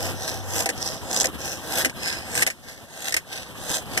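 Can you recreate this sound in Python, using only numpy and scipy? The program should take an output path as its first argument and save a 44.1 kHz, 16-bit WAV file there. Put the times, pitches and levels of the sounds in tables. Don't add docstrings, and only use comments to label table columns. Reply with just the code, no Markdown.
import sys
import numpy as np
from scipy import signal
from scipy.fft import rfft, irfft, next_fast_len
from scipy.io import wavfile

SR = 44100
rng = np.random.default_rng(int(sys.argv[2]) if len(sys.argv) > 2 else 0)


def waveform_to_disk(signal):
    frames = np.transpose(np.atleast_2d(signal))
    scaled = np.clip(frames, -1, 1) * 32767
    samples = np.round(scaled).astype(np.int16)
    wavfile.write(sys.argv[1], SR, samples)


N = 176400

# (start [s], peak [s], end [s], rasp level [dB], housing level [dB], wood ring [dB],
# blade ring [Hz], its width [Hz], its boost [dB], treble tilt [dB/octave])
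CUT_STROKES = [(-.14, 0.047, .15, -31.5, -32.5, 14, 5650, 1500, 5.5, 1.5),
               (0.431, 0.595, .66, -25.5, -30.5, 18, 5770, 1400, 5, 2),
               (1.01, 1.164, 1.29, -27, -31, 14, 6470, 2600, 10, 1.4),
               (1.609, 1.785, 1.852, -23, -30.5, 13, 5230, 700, 1, -0.2),
               (2.238, 2.399, 2.456, -24.5, -33.5, 19, 8400, 700, 8, 0),
               (2.872, 3.084, 3.135, -30, -40, 14, 4940, 1200, 0, -1),
               (3.55, 3.735, 3.82, -26, -36, 11, 8200, 2000, 0, -1.1)]
RETURN_STROKES = [(0.128, 0.279, .45, -32.5, -35, 4.6, 5440, 1500, 5.4, 0.25),
                  (0.741, 0.864, 1.03, -32, -36.5, 8.9, 5550, 1700, 11.5, 0.45),
                  (1.37, 1.464, 1.63, -30, -38, 2.6, 5700, 550, 11.6, -1),
                  (1.96, 2.072, 2.3, -30.5, -39.5, 14, 5230, 1500, 1.5, -1.4),
                  (2.608, 2.687, 2.9, -43, -48, 16, 4830, 800, 2.1, -1.4),
                  (3.259, 3.35, 3.54, -37, -42, 11, 4450, 800, 3.6, -2.1),
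                  (3.872, 3.945, 4.1, -38.5, -41, 8, 4630, 800, 5.1, -1)]
PAD_S = .015


def saw():
    out = silence()
    for row in CUT_STROKES:
        add(out, row[0] - PAD_S, stroke(*row, ends_db=-21, attack_curve=1.25, hold=2.6))
    for row in RETURN_STROKES:
        add(out, row[0] - PAD_S, stroke(*row, ends_db=-16, attack_curve=1.8, hold=1.6))
    return out


def stroke(start, peak, end, rasp_db, housing_db, wood_db, ring_hz, width_hz, ring_db, tilt_db,
           ends_db, attack_curve, hold):
    t = np.arange(start - PAD_S, end + PAD_S, 1 / SR)
    off_peak = np.interp(t, [start, peak, end], [1, 0, 1])
    swell_db = ends_db * off_peak ** np.where(t < peak, attack_curve, hold)
    fade = np.clip(np.minimum(t - t[0], t[-1] - t) / (2 * PAD_S), 0, 1)
    grit = teeth(speed=np.sqrt(amp(swell_db)))
    tuning = 1 + .0035 * rng.uniform(-1.1, 1)
    tone = (tuning, wood_db, tilt_db, ring_hz, width_hz)
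    rasp = blade_and_wood(unit(noise(len(t)) * grit), *tone, ring_db)
    catches = blade_and_wood(snags(t, start, end), *tone, ring_db + 9)
    boom = housing_boom(grit) * amp(housing_db + .56 * swell_db)
    return catches + housing_walls(fade * rasp * amp(rasp_db + swell_db)) + fade * boom


def teeth(speed, teeth_per_s=125, bite_decay_s=.0009, chatter_per_s=160):
    size = len(speed)
    tooth_rate = teeth_per_s * speed * np.exp(.65 * wander(size, teeth_per_s))
    new_tooth = np.diff(np.floor(np.cumsum(tooth_rate) / SR), prepend=0)
    depth, fibre = rng.standard_normal((2, size))
    hits = new_tooth * amp(4.5 * np.clip(depth, -2, 1))
    bites = signal.lfilter([1], [1, -np.exp(-1 / (bite_decay_s * SR))], hits)
    fibre_db = 3 * np.clip(fibre, -2, 2)
    chatter_db = 2 * speed * wander(size, chatter_per_s)
    return amp(fibre_db + chatter_db) * (1 + 2.93 * speed * bites)


# (frequency [Hz], level [dB])
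RASP_EQ = [(100, -27), (600, -8), (1150, -15), (1600, 3.5), (2100, -8), (2550, 4.5), (2950, -1),
           (3500, 0.5), (4400, -0.5), (5100, 0.5), (6400, -0.5), (7400, 0), (9200, -2), (10700, -3.5),
           (11900, -4.5), (12600, 0), (14100, -13.5), (14700, -76)]
# (frequency [Hz], boost [dB])
BLADE_MODES = [(5231, 8), (5760, 7.5), (6030, 2), (7100, 7.5), (7680, 0), (8090, 4)]
BLADE_WIDTH_HZ, WOOD_HZ, WOOD_WIDTH_HZ = 50, 2090, 240


def blade_and_wood(scrape, tuning, wood_db, tilt_db, ring_hz, width_hz, ring_db):
    peaks = [(hz * tuning, BLADE_WIDTH_HZ, db) for hz, db in BLADE_MODES]
    peaks += [(WOOD_HZ, WOOD_WIDTH_HZ, wood_db), (ring_hz, width_hz, ring_db)]
    return colour(scrape, RASP_EQ, tilt_db, peaks)


# (time [s], level [dB])
SNAG_HITS = [(0.506, -20), (0.591, -17), (0.608, -18.5), (0.778, -21.5), (0.826, -14), (.875, -15.5),
             (1.112, -12.5), (1.129, -8.5), (1.144, -14), (1.162, -13), (1.1725, -9.5), (1.188, -17),
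             (1.2, -6.5), (1.2081, -6.5), (1.215, -9), (1.2186, -13), (1.231, -13), (1.2566, -8),
             (1.269, -13.5), (1.722, -14), (2.352, -10), (2.377, -11), (2.407, -14), (3.328, -22.5),
             (3.367, -25), (3.701, -16), (3.759, -16), (3.769, -18.5)]


def snags(t, start, end, rise_s=.0011, decay_s=.0017):
    envelope = sum(amp(db) * np.clip((t - s) / rise_s, 0, 1) * np.exp(-abs(t - s) / decay_s)
                   for s, db in SNAG_HITS if start < s < end)
    return noise(len(t)) * envelope


# (time [s], level [dB], decay [s])
KNOCK_HITS = [(0.6578, -16, 0.0091), (0.69, -13.5, 0.0053), (0.6995, -19, 0.0062), (1.2434, -17, 0.012),
              (1.8477, -10.5, 0.0045), (1.8556, -15, 0.0088), (1.896, -28, 0.0074), (2.4224, -8.5, 0.005),
              (2.429, -11, 0.0048), (2.4653, -11.5, 0.0042), (2.473, -15.5, 0.0087), (2.501, -24.5, 0.012),
              (3.123, -17, 0.0055), (3.1415, -10, 0.0048), (3.1654, -14.5, 0.010), (3.9745, -14, 0.0097)]
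# (frequency [Hz], level [dB])
CRACK_EQ = [(100, -14.5), (600, 0), (1100, -10.5), (1550, 3), (2050, 14), (2600, 6.5), (3400, -4),
            (4500, 0.5), (5600, 2), (8000, 0.5), (10000, -2.5), (13000, -7), (15800, -28)]


def linkage_knocks(rise_s=.00062):
    cracks, t = silence(), np.arange(SR // 6) / SR
    for s, db, decay_s in KNOCK_HITS:
        envelope = np.minimum(t / rise_s, 1) * np.exp(-t / decay_s)
        add(cracks, s, amp(db) * envelope * noise(len(t)))
    return colour(cracks, CRACK_EQ)


# (frequency [Hz], level [dB])
HOUSING_EQ = [(40, -23), (110, -3), (200, -6), (300, -7.5), (400, -6.5), (510, -0.5), (700, -1.5),
              (950, -4.5), (1200, -10), (1700, -11.5), (2500, -24), (6000, -57.5)]
# (frequency [Hz], level [dB], time to fall 60 dB [s])
HOUSING_MODES = [(260, -9, 0.19), (332.7, -4.5, 0.14), (488, -4.5, 0.15), (524.3, -2, 0.11),
                 (648.6, -1, 0.11), (766.2, 1, 0.11), (950, -9, 0.18), (1580, -10.5, 0.044),
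                 (1866, -5, 0.083)]


def housing_boom(grit):
    shake = unit(noise(len(grit)) * grit)
    ring = sum(amp(db) * resonate(shake, hz, width_hz=np.log(1000) / np.pi / t60)
               for hz, db, t60 in HOUSING_MODES)
    return unit(colour(noise(len(grit)), HOUSING_EQ) + amp(-.5) * unit(ring))


# (time [s], level [dB], struck pitch [Hz], damping time [s])
THUMP_HITS = [(0.6574, -20.5, 710, 0.1), (0.691, -22.5, 527, .03), (1.244, -20.5, 520, 0.15),
              (1.856, -17, 266, 0.05), (2.474, -28.5, 715, 0.077), (3.143, -27.5, 300, 0.054),
              (3.974, -23.5, 700, .05)]


def housing_thumps(rise_s=.0065, focus_db_per_octave=6.5, detune=.03):
    thumps, t = silence(), np.arange(SR // 6) / SR
    for s, thump_db, struck_hz, damping_s in THUMP_HITS:
        ring = 0
        for hz, db, t60 in HOUSING_MODES:
            gain = amp(db - focus_db_per_octave * abs(np.log2(hz / struck_hz)))
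            bent_hz = hz * (1 + detune * rng.uniform(-1, 1))
            ring += gain * amp(-60 * t / t60) * np.sin(2 * np.pi * (bent_hz * t + noise(1)))
        envelope = np.minimum(t / rise_s, 1) * np.exp(-t / damping_s)
        add(thumps, s, amp(thump_db) * envelope * ring)
    return thumps


def housing_walls(x, decay_s=.0026, wet_db=2):
    t = np.arange(SR // 60) / SR
    taps = noise(len(t)) * np.exp(-t / decay_s)
    taps *= amp(wet_db) / np.linalg.norm(taps, axis=1, keepdims=True)
    taps[:, 0] += 1
    taps /= np.linalg.norm(taps, axis=1, keepdims=True)
    return signal.fftconvolve(x, taps, axes=1)[:, :x.shape[1]]


# (frequency [Hz], level [dB])
WASH_EQ = [(25, -8), (48, -7.5), (68, 7.5), (130, 2.5), (250, 0), (420, -4.5), (750, -8), (1200, -9),
           (1900, -13), (3000, -10), (5000, -23), (8000, -21.5), (13000, -20), (14200, -27), (14900, -73)]
# (time [s], gain [dB])
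WATER_FADER = [(0, -38), (.7, -38.5), (1.4, -39.5), (1.9, -39), (2.42, -40.5), (2.57, -48.5), (2.9, -47),
               (3.25, -44), (3.6, -40.5), (3.86, -38), (4, -35)]


def wheel_water(pitches=24, drops_per_s=210, decay_cycles=7.9, glide=.0995):
    drops = silence()
    for hz in np.geomspace(500, 7000, pitches) * rng.uniform(.93, 1.07, pitches):
        t = np.arange(int(5 * decay_cycles / hz * SR)) / SR
        age = t * hz / decay_cycles
        envelope = (1 - np.exp(-10 * age)) * np.exp(-age)
        bubble = envelope * np.sin(2 * np.pi * hz * t * (1 + glide * age / 2))
        for at in np.flatnonzero(rng.random(N) < drops_per_s / pitches / SR):
            add(drops, at / SR, bubble * np.sign(noise(1)) * amp(-4.5 * min(rng.exponential(), 2)))
    wash = colour(noise(N) * amp(3.6 * wander(N, per_s=45)), WASH_EQ)
    return (wash + amp(-8.5) * unit(drops)) * amp(curve(WATER_FADER, np.arange(N) / SR))


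# (time [s], level [dB])
HUM_FADER = [(0, -32.5), (.14, -32.5), (.26, -41), (.42, -33), (.6, -32.5), (.7, -60), (1, -75)]


def hum(hz=97.2, waver=.026):
    pitch_hz = hz * (1 + waver * wander(N, per_s=23))
    tone = np.sqrt(2) * np.sin(2 * np.pi * np.cumsum(pitch_hz) / SR)
    return tone * amp(curve(HUM_FADER, np.arange(N) / SR))


# (frequency [Hz], level [dB])
RUN_OFF_EQ = [(2200, -19), (3300, -2), (13000, -7), (14500, -55)]


def run_off(level_db=-56.5):
    return amp(level_db) * colour(noise(N), RUN_OFF_EQ)


# (frequency [Hz], lead [rad])
LEFT_LEAD = [(30, 2.5), (90, 2.5), (180, 1.08), (330, 0.51), (1600, 0), (1980, 3), (2600, 3), (3200, 5.5),
             (3650, 7), (4250, 8.5), (4800, 10), (5400, 14), (6200, 13), (6550, 17), (7300, 16.5),
             (7900, 20), (8450, 19), (9000, 23), (10000, 26.5), (11000, 26), (14000, 44.5)]
# (frequency [Hz], left minus right [dB])
BALANCE = [(50, 1.5), (160, 3.5), (600, -1), (1000, -1), (1700, 3), (2200, 0.5), (2600, -3), (3400, 2),
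           (4900, -5), (5500, -1.5), (6800, -2), (10000, 0.5), (14000, 0)]
# (frequency [Hz], level [dB])
SCATTER_SEND = [(30, -4.5), (150, -2), (330, -3.5), (1100, -13.5), (1650, -0.5), (2050, -7), (2250, -77),
                (2550, -14), (2950, -2), (3400, -11), (4200, -3), (5600, -6), (7000, -2), (14000, -2)]


def stereo_pair(paths):
    size = next_fast_len(N + SR // 4)
    hz, spectra = np.fft.rfftfreq(size, 1 / SR), rfft(paths, size)
    wet, side = eq_gain(SCATTER_SEND, hz), np.array([[.5], [-.5]])
    blend = (spectra[0] + wet * spectra[1:]) / np.sqrt(1 + wet ** 2)
    placement = eq_gain(BALANCE, hz) ** side * np.exp(1j * side * curve(LEFT_LEAD, hz))
    return irfft(blend * placement, size)[:, :N]


def noise(size):
    return rng.standard_normal((3, size))


def silence():
    return np.zeros((3, N))


def amp(db):
    return 10 ** (np.asarray(db) / 20)


def unit(x):
    return x / np.sqrt(np.mean(x ** 2) + 1e-20)


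def curve(points, at):
    return np.interp(at, *np.transpose(points))


def eq_gain(points, hz):
    f, db = np.transpose(points)
    return amp(np.interp(np.log(hz + 1), np.log(f + 1), db))


def colour(x, points, tilt_db=0, peaks=()):
    hz = np.fft.rfftfreq(4096, 1 / SR)
    peak_power = sum(amp(db) ** 2 / (1 + (2 * (hz - f) / width) ** 2) ** 1.5 for f, width, db in peaks)
    tilt = amp(tilt_db * np.log2((hz + 500) / 5000))
    gain = unit(eq_gain(points, hz) * np.sqrt(1 + peak_power) * tilt)
    log_gain = np.log(np.r_[gain, gain[-2:0:-1]] + 1e-6)
    taps = np.fft.ifft(np.exp(np.conj(signal.hilbert(log_gain)))).real[:len(hz)]
    return signal.fftconvolve(x, taps[None], axes=1)[:, :x.shape[1]]


def resonate(x, hz, width_hz):
    r = np.exp(-np.pi * width_hz / SR)
    return 2 * signal.lfilter([1 - r], [1, -r * np.exp(2j * np.pi * hz / SR)], x).real


def add(mix, s, sound):
    at = round(s * SR)
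    sound = sound[..., max(-at, 0):]
    part = mix[..., max(at, 0):][..., :sound.shape[-1]]
    part += sound[..., :part.shape[-1]]


def wander(size, per_s):
    knots = rng.standard_normal(int(size / SR * per_s) + 3)
    return np.interp(np.arange(size) / SR * per_s, np.arange(len(knots)), knots)


def scene():
    mill = saw() + linkage_knocks() + housing_thumps()
    mill[0] += hum()
    return stereo_pair(mill + run_off() + wheel_water())


def record(dry, cutoff_hz=15900):
    taps = signal.firwin(255, cutoff_hz, window=("kaiser", 9), fs=SR)
    return signal.oaconvolve(dry, taps[None], "same")


dry = scene()
out = record(dry)
waveform_to_disk(out)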